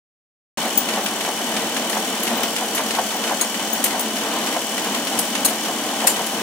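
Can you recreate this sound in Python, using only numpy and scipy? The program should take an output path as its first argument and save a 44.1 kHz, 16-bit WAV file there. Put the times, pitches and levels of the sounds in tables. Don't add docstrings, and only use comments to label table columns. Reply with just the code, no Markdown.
import sys
import numpy as np
from scipy import signal
from scipy.fft import rfft, irfft
from scipy.io import wavfile
from scipy.ndimage import uniform_filter1d, map_coordinates

SR = 44100
rng = np.random.default_rng(int(sys.argv[2]) if len(sys.argv) > 2 else 0)


def persist_wave(psi):
    counts = np.round(np.clip(psi, -1, 1) * 32767).astype(np.int16)
    wavfile.write(sys.argv[1], SR, np.atleast_2d(counts).T)


N = 283122
SHAFT_HZ = 39.37
FIRM_STEP_DB = -18


# start_s, weight_db
STEPS = [(.652, -18.5), (.972, -16.5), (1.285, -20), (1.41, -27), (1.965, -17.5), (2.312, -18.5),
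         (2.44, -38), (2.622, -20), (2.802, -22), (2.985, -11.5), (3.142, -22), (3.312, -13.5), (3.44, -24),
         (3.63, -34), (3.795, -28), (3.945, -22), (4.25, -30), (4.562, -15.5), (4.878, -24), (5.17, -25),
         (5.516, -23), (5.686, -20), (6.039, -16), (6.197, -20)]
def paw_pats(first_pitch_hz=912.4, glide_s=0.036, rise_s=0.003, fade_s=0.01):
    pats, age = np.zeros(N), np.arange(SR // 10) / SR
    envelope = (1 - np.exp(-age / rise_s)) * np.exp(-age / fade_s)
    phase = 2 * np.pi * first_pitch_hz * glide_s * (1 - np.exp(-age / glide_s))
    wobble = .6 * wander(450)
    for start_s, weight_db in STEPS:
        start = int(start_s * SR)
        span = slice(start, start + len(age))
        pats[span] += np.sqrt(2) * undb(weight_db) * np.sin(phase + wobble[span]) * envelope
    return pan(echoes(pats, wet_db=-1.0, decay_s=0.043).mean(axis=0), left_db=1.5)


# pitch_hz, level_db
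SCUFF_TONE = [(50, -50), (150, -45), (300, -9.5), (480, -2.5), (700, 2), (900, 2.5), (1250, -5), (2000, -6),
              (3200, -20.5), (8000, -45)]
def paw_scuffs(firm_drag_db=-25.5, firm_half_s=0.023, lag_s=0.0011):
    t, power = np.arange(N) / SR, np.zeros(N)
    for start_s, weight_db in STEPS:
        extra_db = weight_db - FIRM_STEP_DB
        half_s = firm_half_s * 2 ** (-extra_db / 33)
        peak = undb(firm_drag_db + 0.51 * extra_db)
        power += peak ** 2 / (1 + ((t - start_s - lag_s) / half_s) ** 2) ** 2
    rubbing = colour(noise() * grit(rate_hz=250, spread_db=3.0), SCUFF_TONE)
    return pan(rubbing * np.sqrt(power), left_db=0, delay_samples=2)


# start_s, level_db
HARD_CLAWS = [(0.888, -24), (1.061, -23.5), (1.208, -26.5), (1.565, -25), (1.765, -24), (2.269, -27),
              (2.433, -22.5), (2.563, -23.5), (2.778, -24), (2.907, -24.5), (3.238, -26), (3.543, -28),
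              (3.86, -24), (4.166, -28), (4.471, -25.5), (4.779, -25), (4.946, -24.5), (5.07, -25),
              (5.352, -23)]
# pitch_hz, level_db
CLAW_TONE = [(60, -45), (300, -8), (1000, -2.5), (2600, 2.5), (4800, -3.5), (7000, -5), (11000, -7.5),
             (16000, -23)]
def claw_ticks(gain_db=1.0, early_s=.036, light_scrape_s=0.0023, hard_scrape_s=0.0031):
    light = [(s - early_s, -27 + 0.3 * (db - FIRM_STEP_DB), light_scrape_s) for s, db in STEPS]
    hard = [(s, db, hard_scrape_s) for s, db in HARD_CLAWS]
    scraping = colour(noise() * grit(rate_hz=2500, spread_db=2.0), CLAW_TONE)
    ticks = scraping * strikes(light + hard, fall_s=0.0021, room_db=0.5, room_s=0.021)
    return undb(gain_db) * pan(ticks, left_db=1.5)


# start_s, level_db, rattle_s, treble_limit_hz
TAG_CLASHES = [(.774, -22, .012, 10000), (1.897, -20, .003, 15000), (2.233, -19.5, .003, 15000),
               (2.748, -19, 0.0072, 14700), (3.411, -13, 0.0045, 9000), (3.84, -12.5, 0.006, 14000),
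               (3.994, -17, 0.0026, 14000), (5.189, -14.5, 0.0053, 15000), (5.448, -12.5, 0.014, 15000),
               (6.07, -7, 0.0088, 13100), (6.264, -22.5, 0.0036, 13900)]
# pitch_hz, level_db
CLASH_TONE = [(80, -50), (1000, -6.5), (3500, -5.5), (5500, -6), (6600, -4), (8000, -3), (9700, -2.5),
              (12000, -2), (16000, -4)]
# pitch_hz, width_hz, boost_db
TAG_RINGS = [(4220, 93, 6), (5820, 280, -9.5), (5950, 130, 11.5), (6470, 120, 5), (7170, 320, 8),
             (8230, 95, 7), (9050, 200, 3), (9250, 300, 8.5), (9700, 200, 4), (10680, 220, 7),
             (11680, 210, 10), (13200, 190, 10)]
def tag_clashes(bounce_s=0.011, bounce_db=-15.5):
    chatter = colour(noise() * grit(rate_hz=2500, spread_db=-2.0), CLASH_TONE, TAG_RINGS)
    clashes = np.zeros((2, N))
    for start_s, level_db, rattle_s, treble_limit_hz in TAG_CLASHES:
        treble_cut = signal.butter(3, treble_limit_hz, fs=SR, output="sos")
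        metal = unit(echoes(chatter, wet_db=3, decay_s=.002))
        hit = (start_s, level_db, rattle_s)
        bounce = (start_s + bounce_s, level_db + bounce_db, 3.3 * rattle_s)
        envelope = strikes([hit, bounce], fall_s=0.0057, room_db=-8.0, room_s=0.038)
        clashes += signal.sosfilt(treble_cut, metal) * envelope
    return pan(clashes, left_db=3.5)


# start_s, top_note_db, lower_notes_db
TAG_PINGS = [(.775, -9, -25), (1.04, -28, -45), (2.37, -27, -50), (2.43, -24, -45), (3.16, -31, -48),
             (3.412, -24, -18.5), (3.731, -17, -27.5), (3.84, -25, -36), (4.007, -23, -34),
             (5.455, -29, -22)]
# pitch_hz, level_db
LOWER_NOTES = [(6600, 3), (8450, -5), (10420, -1.5)]
def tag_pings(top_hz=15025, touch_s=.004, swell_s=.003):
    grazes = [(s, db, touch_s) for s, db, _ in TAG_PINGS]
    top_envelope = strikes(grazes, fall_s=0.0071, room_db=-12, room_s=0.029)
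    top = tag_note(top_hz) * uniform_filter1d(top_envelope, int(swell_s * SR))
    taps = [(s, db) for s, _, db in TAG_PINGS]
    lower = sum(undb(db) * tag_note(hz) for hz, db in LOWER_NOTES)
    lower *= strikes(taps, fall_s=0.0091, room_db=-13, room_s=.035)
    return pan(undb(-1) * top + undb(-2) * lower, left_db=8, delay_samples=0)


def tag_note(pitch_hz):
    blur = np.array([wander(120), wander(99)])
    return np.sqrt(2) * np.sin(2 * np.pi * pitch_hz * np.arange(N) / SR + blur)


# start_s, level_db
THUMPS = [(2.745, -39), (5.18, -35), (5.412, -27)]
# pitch_hz, level_db
THUMP_TONE = [(25, -1), (70, -15), (130, -5), (300, 14), (500, -21), (1000, -18), (4000, -50)]
def deck_thumps(gain_db=-1):
    envelope = strikes(THUMPS, fall_s=0.047, room_db=-4.5, room_s=0.067)
    return undb(gain_db) * colour(noise(), THUMP_TONE) * envelope


# pitch_hz, level_db
BELT_TONE = [(25, -24), (65, -40), (100, -21), (155, -14), (205, 2), (300, -0.5), (410, -3.5), (620, -3),
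             (830, -1.5), (1250, -8), (2500, -10.5), (4000, -11.5), (9000, -45)]
# pitch_hz, width_hz, boost_db
DECK_RINGS = [(128, 12, 5), (219, 14, 2), (238, 10, 3), (283, 12, 3), (316, 12, 4), (420, 20, -4),
              (443, 10, 5), (469, 10, 6), (522, 14, -8), (541, 10, 5), (618, 14, 5), (678, 14, 5),
              (1043, 12, 5), (1075, 20, -4), (1103, 22, 4)]
def belt_rumble(turns, rumble_db=-26.5, drone_hz=218.9, drone_db=-42, sway_db=1.17, throb_db=0.03):
    throb = throb_db * np.cos(2 * np.pi * turns / 4)
    drone = np.sqrt(2) * np.sin(2 * np.pi * drone_hz * np.arange(N) / SR + .6 * wander(5))
    rumble = undb(rumble_db) * colour(noise(), BELT_TONE, DECK_RINGS) + undb(drone_db) * drone
    return pan(rumble, left_db=0.54, delay_samples=3) * undb(sway_db * wander(9) + throb)


# pitch_hz, level_db
BRUSH_TONE = [(600, -52), (1500, -4.5), (2500, -1.5), (3300, 6.5), (4000, -7), (4500, 5.5), (4950, -2),
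              (5350, 5.5), (6700, 4), (7700, 4), (10000, 0), (13000, -3.5), (16000, -3)]
def brush_hiss(turns, hiss_db=-28.0, repeat_share=0.29):
    angle = 2 * np.pi * turns
    swell_db = -1.44 * np.cos(angle) + 1.43 * np.cos(2 * angle) + 0.2 * np.cos(8 * angle)
    turn_samples = int(SR / SHAFT_HZ)
    place = turns % 1 * turn_samples
    roughness = rng.standard_normal((2, turn_samples))
    repeating = np.array([map_coordinates(row, [place], order=3, mode="grid-wrap") for row in roughness])
    scratch = np.sqrt(repeat_share) * repeating + np.sqrt(1 - repeat_share) * noise()
    force = undb(swell_db + .5 * wander(25)) * grit(rate_hz=750, spread_db=0.5)
    under_cover = echoes(scratch * force, wet_db=-15.5, decay_s=0.019)
    return pan(colour(under_cover, BRUSH_TONE), left_db=2.5) * undb(hiss_db)


# middle_turns, half_length_turns, pitch_hz, level_db
SQUEAKS = [(0.129, 0.032, 3250, 7.5), (0.298, 0.1, 3010, 0), (.7, 0.074, 3000, 5),
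           (1.138, 0.14, 3400, -2.5), (1.36, 0.19, 3052, 1), (1.69, 0.16, 2980, 8)]
def drive_whine(turns, whine_hz=3008, whine_db=-36.5):
    phase = 2 * np.pi * whine_hz * turns / SHAFT_HZ + wander(5.5) + 0.54 * wander(40)
    whine = 0.18 * np.sin(phase)
    for middle, half_length, pitch_hz, level_db in SQUEAKS:
        turns_since = (turns - middle + 1) % 2 - 1
        bend = 2 * np.pi * (pitch_hz - whine_hz) * turns_since / SHAFT_HZ
        swell = undb(level_db) * np.exp(-(turns_since / half_length) ** 2)
        whine += swell * np.sin(phase + bend + .5 * wander(25))
    wavering = unit(echoes(whine * undb(wander(20)), wet_db=-11, decay_s=.01))
    return pan(wavering, left_db=3.0, delay_samples=0) * undb(whine_db)


# cycles_per_turn, level_db
MOTOR_TONES = [(20, -46), (39, -47), (46, -54), (48, -55), (49, -53), (58.5, -50), (67.5, -55), (70, -55),
               (84, -49), (88, -54), (89, -53), (93, -56), (97.5, -56), (136.5, -52), (149, -54),
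               (160, -57), (168, -57), (176, -57), (184, -56)]
def motor_hum(turns):
    hum = np.zeros((2, N))
    for cycles, level_db in MOTOR_TONES:
        spread = min(cycles * SHAFT_HZ / 3000, 1) * np.pi / 4
        offset = spread * rng.choice([-1, 1]) * np.array([[1], [-1]])
        loudness = np.sqrt(2) * undb(level_db + 2 * wander(12))
        hum += loudness * np.sin(2 * np.pi * cycles * turns + .7 * wander(16) + offset)
    return pan(hum, left_db=1.5, delay_samples=0)


def echoes(sound, wet_db, decay_s):
    size = SR // 4
    tail = rng.standard_normal((2, size)) * np.exp(-np.arange(size) / SR / decay_s)
    tail /= np.sqrt(np.sum(tail ** 2, axis=1, keepdims=True))
    return sound + undb(wet_db) * signal.fftconvolve(np.atleast_2d(sound), tail, axes=1)[:, :N]


def strikes(blows, fall_s, room_db, room_s):
    t, power = np.arange(N) / SR, np.zeros(N)
    for start_s, level_db, *hold_s in blows:
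        span = slice(int(start_s * SR), int((start_s + .5) * SR))
        age = np.maximum(t[span] - start_s - sum(hold_s), 0)
        tail = undb(room_db) ** 2 * np.exp(-2 * age / room_s)
        power[span] += undb(level_db) ** 2 * (np.exp(-2 * age / fall_s) + tail)
    return np.sqrt(power)


def grit(rate_hz, spread_db):
    hold = max(int(SR / rate_hz), 1)
    forces = undb(spread_db * np.clip(rng.standard_normal(N // hold + 1), -2, 2))
    return unit(np.repeat(forces, hold)[:N])


def noise(apart_hz=2300, bass_side=0.0049):
    hz = np.arange(N // 2 + 1) * SR / N
    mid, side = rfft(rng.standard_normal((2, N)))
    share = np.minimum(bass_side + (hz / apart_hz) ** 2 / np.sqrt(1 + (hz / apart_hz) ** 4), 1)
    return unit(irfft((mid + np.array([[1], [-1]]) * share * side) / np.sqrt(1 + share ** 2), N))


def colour(sound, tone, rings=()):
    hz = np.arange(N // 2 + 1) * SR / N + 1e-3
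    pitch_hz, level_db = np.transpose(tone)
    curve_db = np.interp(np.log(hz), np.log(pitch_hz), level_db)
    for centre_hz, width_hz, boost_db in rings:
        curve_db += boost_db / (1 + (2 * (hz - centre_hz) / width_hz) ** 2)
    return unit(irfft(rfft(sound) * undb(curve_db), N))


def wander(rate_hz):
    hold = int(SR / rate_hz)
    jumps = np.repeat(rng.standard_normal(N // hold + 1), hold)
    return unit(uniform_filter1d(uniform_filter1d(jumps, hold), hold)[:N])


def pan(sound, left_db, delay_samples=4):
    left, right = sound * undb(np.array([[left_db], [-left_db]]) / 2)
    return np.array([left, np.roll(right, delay_samples)])


def undb(db):
    return 10 ** (np.asarray(db) / 20)


def unit(sound):
    return sound / np.sqrt(np.mean(sound ** 2))


def scene():
    turns = np.cumsum(SHAFT_HZ + .04 * wander(3)) / SR - .3
    treadmill = belt_rumble(turns) + brush_hiss(turns) + motor_hum(turns) + drive_whine(turns)
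    footfalls = paw_scuffs() + paw_pats() + deck_thumps() + claw_ticks()
    return treadmill + footfalls + tag_clashes() + tag_pings()


def record(dry, opens_s=.573, bass_limit_hz=85, treble_limit_hz=15750):
    thin = signal.sosfilt(signal.butter(2, bass_limit_hz, "highpass", fs=SR, output="sos"), dry)
    live = np.clip(thin, -1, 1) * (np.arange(N) / SR >= opens_s)
    return signal.sosfilt(signal.ellip(10, .2, 70, treble_limit_hz, fs=SR, output="sos"), live)


dry = scene()
out = record(dry)
persist_wave(out)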